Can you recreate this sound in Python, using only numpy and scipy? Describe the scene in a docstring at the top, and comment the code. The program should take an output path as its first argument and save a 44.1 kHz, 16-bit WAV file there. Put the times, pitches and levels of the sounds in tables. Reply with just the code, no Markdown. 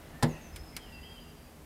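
"""Outdoors, a faint engine hum and the hiss of open air run throughout, and a far bird flutes from the start.
Close by, gloved hands work a small plastic part on a car. At 0.23 s it snaps home with a double crack,
and the panel under it thumps hollowly. A second far bird joins with a thin, falling song.
From 0.53 s the hands bump softly now and then; the part clicks at 0.56 s and 0.77 s.
The birds sing on to about 1.5 s, echoing off walls and trees."""
import sys
import numpy as np
from scipy import signal
from scipy.fft import rfft, irfft
from scipy.io import wavfile
from scipy.ndimage import uniform_filter1d

SR = 44100
rng = np.random.default_rng(int(sys.argv[2]) if len(sys.argv) > 2 else 0)


def dump_mix(stems):
    """Bounce the given channels to the path in sys.argv[1] as a 16-bit WAV at rate SR."""
    frames = np.atleast_2d(stems).T  # one column per channel
    limited = np.clip(frames, -1, 1)  # hard clip at full scale
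    pcm = np.round(limited * 32767).astype(np.int16)
    wavfile.write(sys.argv[1], SR, pcm)


N = 72765
TIME_S, BIN_HZ = np.arange(N) / SR, np.fft.rfftfreq(N, 1 / SR)


def amp(db):
    """Decibels to gain."""
    return 10 ** (np.asarray(db) / 20)


def unit(x):
    """Scales to rms 1."""
    return x / np.sqrt(np.mean(x ** 2) + 1e-20)


def curve(points):
    """Interpolates (Hz, value) rows over the FFT bins on a log-frequency axis."""
    hz, value = np.transpose(points)
    return np.interp(np.log(BIN_HZ + 1), np.log(hz + 1), value)


def add(mix, start_s, sound):
    """Mixes a sound in at start_s."""
    span = mix[round(start_s * SR):][:len(sound)]
    span += sound[:len(span)]


def drift(rate_hz):
    """Smooth random motion of rms 1."""
    lowpass = np.exp(-(BIN_HZ / rate_hz) ** 2)
    return unit(irfft(rfft(rng.standard_normal(N)) * lowpass, N))


def noise(spectrum, tilt_db_per_oct=0):
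    """Noise of rms 1 with a given spectral shape."""
    gain = amp(curve(spectrum) + tilt_db_per_oct * np.log2(BIN_HZ + 1))
    return unit(irfft(gain * np.exp(2j * np.pi * rng.random(len(BIN_HZ))), N))


def decay(t60_s):
    """Envelope that falls 60 dB in t60_s."""
    return np.exp(-np.log(1000) * TIME_S / t60_s)


def band_decay(x, ring, t60_scale=1):
    """Lets each band of a sound decay with its own t60."""
    centres_hz, t60s = np.transpose(ring)
    bands = [irfft(rfft(x) * curve(np.c_[centres_hz, share]), N) for share in np.eye(len(ring))]
    return sum(band * decay(t60_s * t60_scale) for band, t60_s in zip(bands, t60s))


# Each row: frequency in Hz, level in dB.
ENGINE_ORDERS = [(78, -60), (156.5, -61), (237, -62), (313, -69), (414, -69)]

def engine_hum(drift_hz=7.1):
    """A distant engine's low orders waver together in pitch and swell separately."""
    clock_s = np.cumsum(1 + 0.01225 * drift(drift_hz)) / SR
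    out = np.zeros(N)
    for hz, level_db in ENGINE_ORDERS:
        swell = 1 + 0.5 * drift(drift_hz)
        out += amp(level_db) * unit(swell * np.sin(2 * np.pi * (hz * clock_s + rng.random())))
    return out


# Each row: frequency in Hz, relative density in dB.
AIR_SPECTRUM = [(15, -23), (33, 3), (75, -1.5), (104, -5.5), (170, -6), (260, -7.5), (420, -11.5),
                (720, -12), (1100, -18), (1800, -20), (4140, -28.5), (8000, -35.5), (15800, -39)]

def open_air(level_db=-51.5, fade_db_per_s=-2.5, patch_db=0.43):
    """Rumble and hiss with faint drifting patches, slowly easing."""
    cells = signal.stft(noise(AIR_SPECTRUM), nperseg=512)[2]
    patches = uniform_filter1d(rng.standard_normal(cells.shape), size=8, axis=0)
    patches = unit(uniform_filter1d(patches, size=12, axis=1))
    wash = signal.istft(cells * amp(patch_db * patches), nperseg=512)[1][:N]
    return wash * amp(level_db + fade_db_per_s * (TIME_S - N / SR / 2))


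# Each row: frequency in Hz, relative density in dB.
HISS_SPECTRUM = [(1000, -14.5), (8000, -1.5), (14000, -1), (16000, -12.5)]

def microphone_hiss(level_db=-65):
    """The microphone's steady self-noise."""
    return amp(level_db) * noise(HISS_SPECTRUM)


# Each row: start in seconds, length in seconds, start pitch in Hz, end pitch in Hz,
# relative level in dB, waver as a fraction of pitch.
LARGE_BIRD_FLUTING = [(.005, .12, 2038, 2015, -63.5, 0.015), (.125, 0.11, 1770, 1817, -57.5, 0.024),
                      (.23, 0.15, 2010, 1992, -58, 0.034), (.29, 0.1003, 2790, 2636, -55, 0.0452),
                      (.36, 0.061, 2500, 2265, -65, 0.025), (.715, 0.056, 2100, 2380, -57, 0.072),
                      (.785, 0.12, 3367, 2760, -57, 0.0274), (.87, 0.21, 1910, 2027, -63.5, 0.012),
                      (.915, 0.082, 2760, 2660, -52, 0.0088), (1.025, 0.024, 2850, 3240, -49, 0.018),
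                      (1.04, 0.058, 3190, 3239, -51, 0.0045), (1.135, 0.073, 3240, 2938, -54, 0.012),
                      (1.16, 0.17, 2757, 2830, -64, .022)]
SMALL_BIRD_THIN_SONG = [(.275, 0.074, 6930, 6010, -57, 0.01), (.41, .075, 6570, 5830, -58, 0.016),
                        (.52, .115, 5130, 5180, -58, 0.014), (.655, 0.067, 5090, 5190, -57.5, 0.023),
                        (.745, 0.053, 5040, 5050, -56.5, .018), (.82, 0.07, 4910, 5000, -63.5, 0.02),
                        (.92, 0.045, 4820, 4890, -57, .016), (1.01, 0.045, 4860, 4890, -56.5, 0.013),
                        (1.08, 0.056, 4770, 4910, -58.5, 0.019), (1.19, 0.052, 4780, 4810, -61.5, 0.012),
                        (1.27, 0.048, 4780, 4790, -62, 0.015), (1.36, 0.144, 4720, 4790, -68.5, 0.02)]

def bird(notes, edge_s=0.011, waver_hz=135):
    """Gliding whistles, some pure, some burry from a fast waver."""
    out = np.zeros(N)
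    for start_s, length_s, from_hz, to_hz, level_db, waver in notes:
        t = np.arange(0, length_s, 1 / SR)
        glide_hz = from_hz + (to_hz - from_hz) * t / length_s
        hz = glide_hz * (1 + waver * drift(waver_hz)[:len(t)])
        whistle = unit(np.sin(2 * np.pi * np.cumsum(hz) / SR))
        ramp = np.clip(np.minimum(t, length_s - t) / edge_s, 0, 1)
        add(out, start_s, amp(level_db) * np.sin(np.pi / 2 * ramp) ** 2 * whistle)
    return out


# Each row: frequency in Hz, t60 in seconds.
ECHO_DECAY = [(200, 0.3), (2500, 0.96), (5000, 0.77), (7000, 0.46)]

def outdoor_echoes(x, taps_per_s=2000, predelay_s=0.012):
    """Scattered echoes from walls and trees; the midrange lasts longest."""
    taps = rng.standard_normal(N) * (rng.random(N) < taps_per_s / SR) * (TIME_S > predelay_s)
    tail = band_decay(taps, ECHO_DECAY)
    return signal.fftconvolve(x, tail / np.linalg.norm(tail))[:N]


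# Each row: start in seconds, level in dB, tilt in dB per octave, t60 scale.
SNAP_CONTACTS = [(0.226, -26, -0.9, .9), (0.2307, -27, 0.5, 1.0)]
CLICK_CONTACTS = [(0.56, -40.5, 0, 1.28), (0.7657, -33.5, -0.3, 1.05)]
# Each row: frequency in Hz, relative density in dB.
SNAP_SPECTRUM = [(200, -6.5), (600, -2.5), (880, 2), (1200, -3), (1750, -2), (2120, -3), (2300, -15),
                 (3300, -9), (5100, -9.5), (6200, -16.5), (7600, -12.5), (10000, -9), (11500, -19.5),
                 (14000, -17), (16000, -43)]
CLICK_SPECTRUM = [(200, -14), (900, -8), (1400, -3.5), (2100, 0), (3000, -2.5), (5400, -2.5), (5800, -5.5),
                  (7500, -11), (8700, -3), (10800, -5.5), (11700, -13), (14200, -6), (16000, -34)]
# Each row: frequency in Hz, unscaled t60 in seconds.
SNAP_DECAY = [(300, 0.29), (1000, 0.098), (2500, 0.12), (6000, 0.061), (14000, 0.03)]
CLICK_DECAY = [(1000, 0.094), (4000, 0.044), (9000, 0.047), (15000, 0.033)]
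# Each row: frequency in Hz, level in dB relative to the contact, unscaled t60 in seconds.
PLASTIC_MODES = [(2116, -13.5, .055), (4790, -17, 0.075), (5450, -32, 0.08), (7240, -18.5, 0.078),
                 (7420, -20.5, 0.055), (9600, -28, 0.043)]

def plastic_part(contacts, spectrum, ring, edge_db=-12.5, edge_s=0.0012):
    """Hard contacts: a sharp edge, then crowded plastic modes, a few of which ring clearly."""
    edge = 1 + amp(edge_db) * np.exp(-TIME_S / edge_s)
    out = np.zeros(N)
    for start_s, level_db, tilt_db_per_oct, t60_scale in contacts:
        modes = band_decay(noise(spectrum, tilt_db_per_oct), ring, t60_scale)
        for hz, mode_db, t60_s in PLASTIC_MODES:
            tone = np.sin(2 * np.pi * (hz * TIME_S + rng.random()))
            modes += amp(mode_db) * decay(t60_s * t60_scale) * tone
        add(out, start_s, amp(level_db) * modes * edge)
    return out


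def thuds(events, spectrum, rise_s, t60_s):
    """Dull blows with a soft start and no clear pitch."""
    envelope = (1 - np.exp(-TIME_S / rise_s)) * decay(t60_s)
    out = np.zeros(N)
    for start_s, level_db in events:
        add(out, start_s, amp(level_db) * noise(spectrum) * envelope)
    return out


# Each row: frequency in Hz, level in dB, t60 in seconds, rise in seconds.
PANEL_MODES = [(103, -32.5, 0.28, 0.0027), (123, -15.5, 0.093, 0.0052), (155.5, -14.5, 0.22, 0.023),
               (240.5, -19, 0.23, 0.014), (336, -26, 0.18, 0.017), (454.6, -23, 0.14, 0.017),
               (536, -27.5, 0.15, 0.01), (668, -31, 0.17, 0.019), (812, -17.5, 0.047, 0.0026),
               (904.4, -30.5, 0.14, 0.0042), (1016, -26.5, 0.063, 0.0052), (1330, -31.5, 0.068, 0.008),
               (1727, -22.5, .06, 0.0043)]
# Each row: start in seconds, level in dB.
PANEL_KNOCKS = [(0.2266, -30), (0.243, -42), (0.270, -34.5), (0.308, -38.5)]
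# Each row: frequency in Hz, relative density in dB.
KNOCK_SPECTRUM = [(25, -18), (60, -9), (120, -7), (195, -8), (270, -6), (400, -12), (800, -16.5),
                  (1200, -27), (3000, -48)]

def panel_thump(start_s=0.2275):
    """The panel's modes build up and ring out; it knocks dully as it takes the blow and settles."""
    out = np.zeros(N)
    for k, (hz, level_db, t60_s, rise_s) in enumerate(PANEL_MODES):
        swing = (-1) ** k * np.sin(2 * np.pi * hz * TIME_S)  # neighbours start in antiphase
        build_up = 1 - np.exp(-(TIME_S / rise_s) ** 2)
        add(out, start_s, amp(level_db) * build_up * decay(t60_s) * swing)
    return out + thuds(PANEL_KNOCKS, KNOCK_SPECTRUM, rise_s=0.0037, t60_s=0.18)


# Each row: start in seconds, level in dB.
HAND_BUMPS = [(.528, -38), (.588, -43), (.955, -46.5), (1.42, -53.5)]
# Each row: frequency in Hz, relative density in dB.
BUMP_SPECTRUM = [(15, -27), (38, -3), (72, 5), (120, -17), (300, -25), (1000, -60)]

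def hand_bumps():
    """Gloved hands make soft, deep thuds as they work."""
    return thuds(HAND_BUMPS, BUMP_SPECTRUM, rise_s=0.007, t60_s=0.24)


def scene():
    """Mono mix; the far birds carry much more echo than the near part and panel."""
    background = engine_hum() + open_air() + microphone_hiss()
    birds = bird(LARGE_BIRD_FLUTING) + bird(SMALL_BIRD_THIN_SONG)
    snap = plastic_part(SNAP_CONTACTS, SNAP_SPECTRUM, SNAP_DECAY) + panel_thump()
    clicks = plastic_part(CLICK_CONTACTS, CLICK_SPECTRUM, CLICK_DECAY)
    near = snap + clicks
    echoes = outdoor_echoes(amp(-21) * near + amp(-7.5) * birds)
    return (background + amp(-4) * birds + near + echoes + hand_bumps())[None]


def record(dry):
    """Low-pass at 15.9 kHz."""
    lowpass = signal.firwin(255, 15900, window=("kaiser", 9), fs=SR)
    return signal.oaconvolve(dry, lowpass[None], "same")


dry = scene()
out = record(dry)
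dump_mix(out)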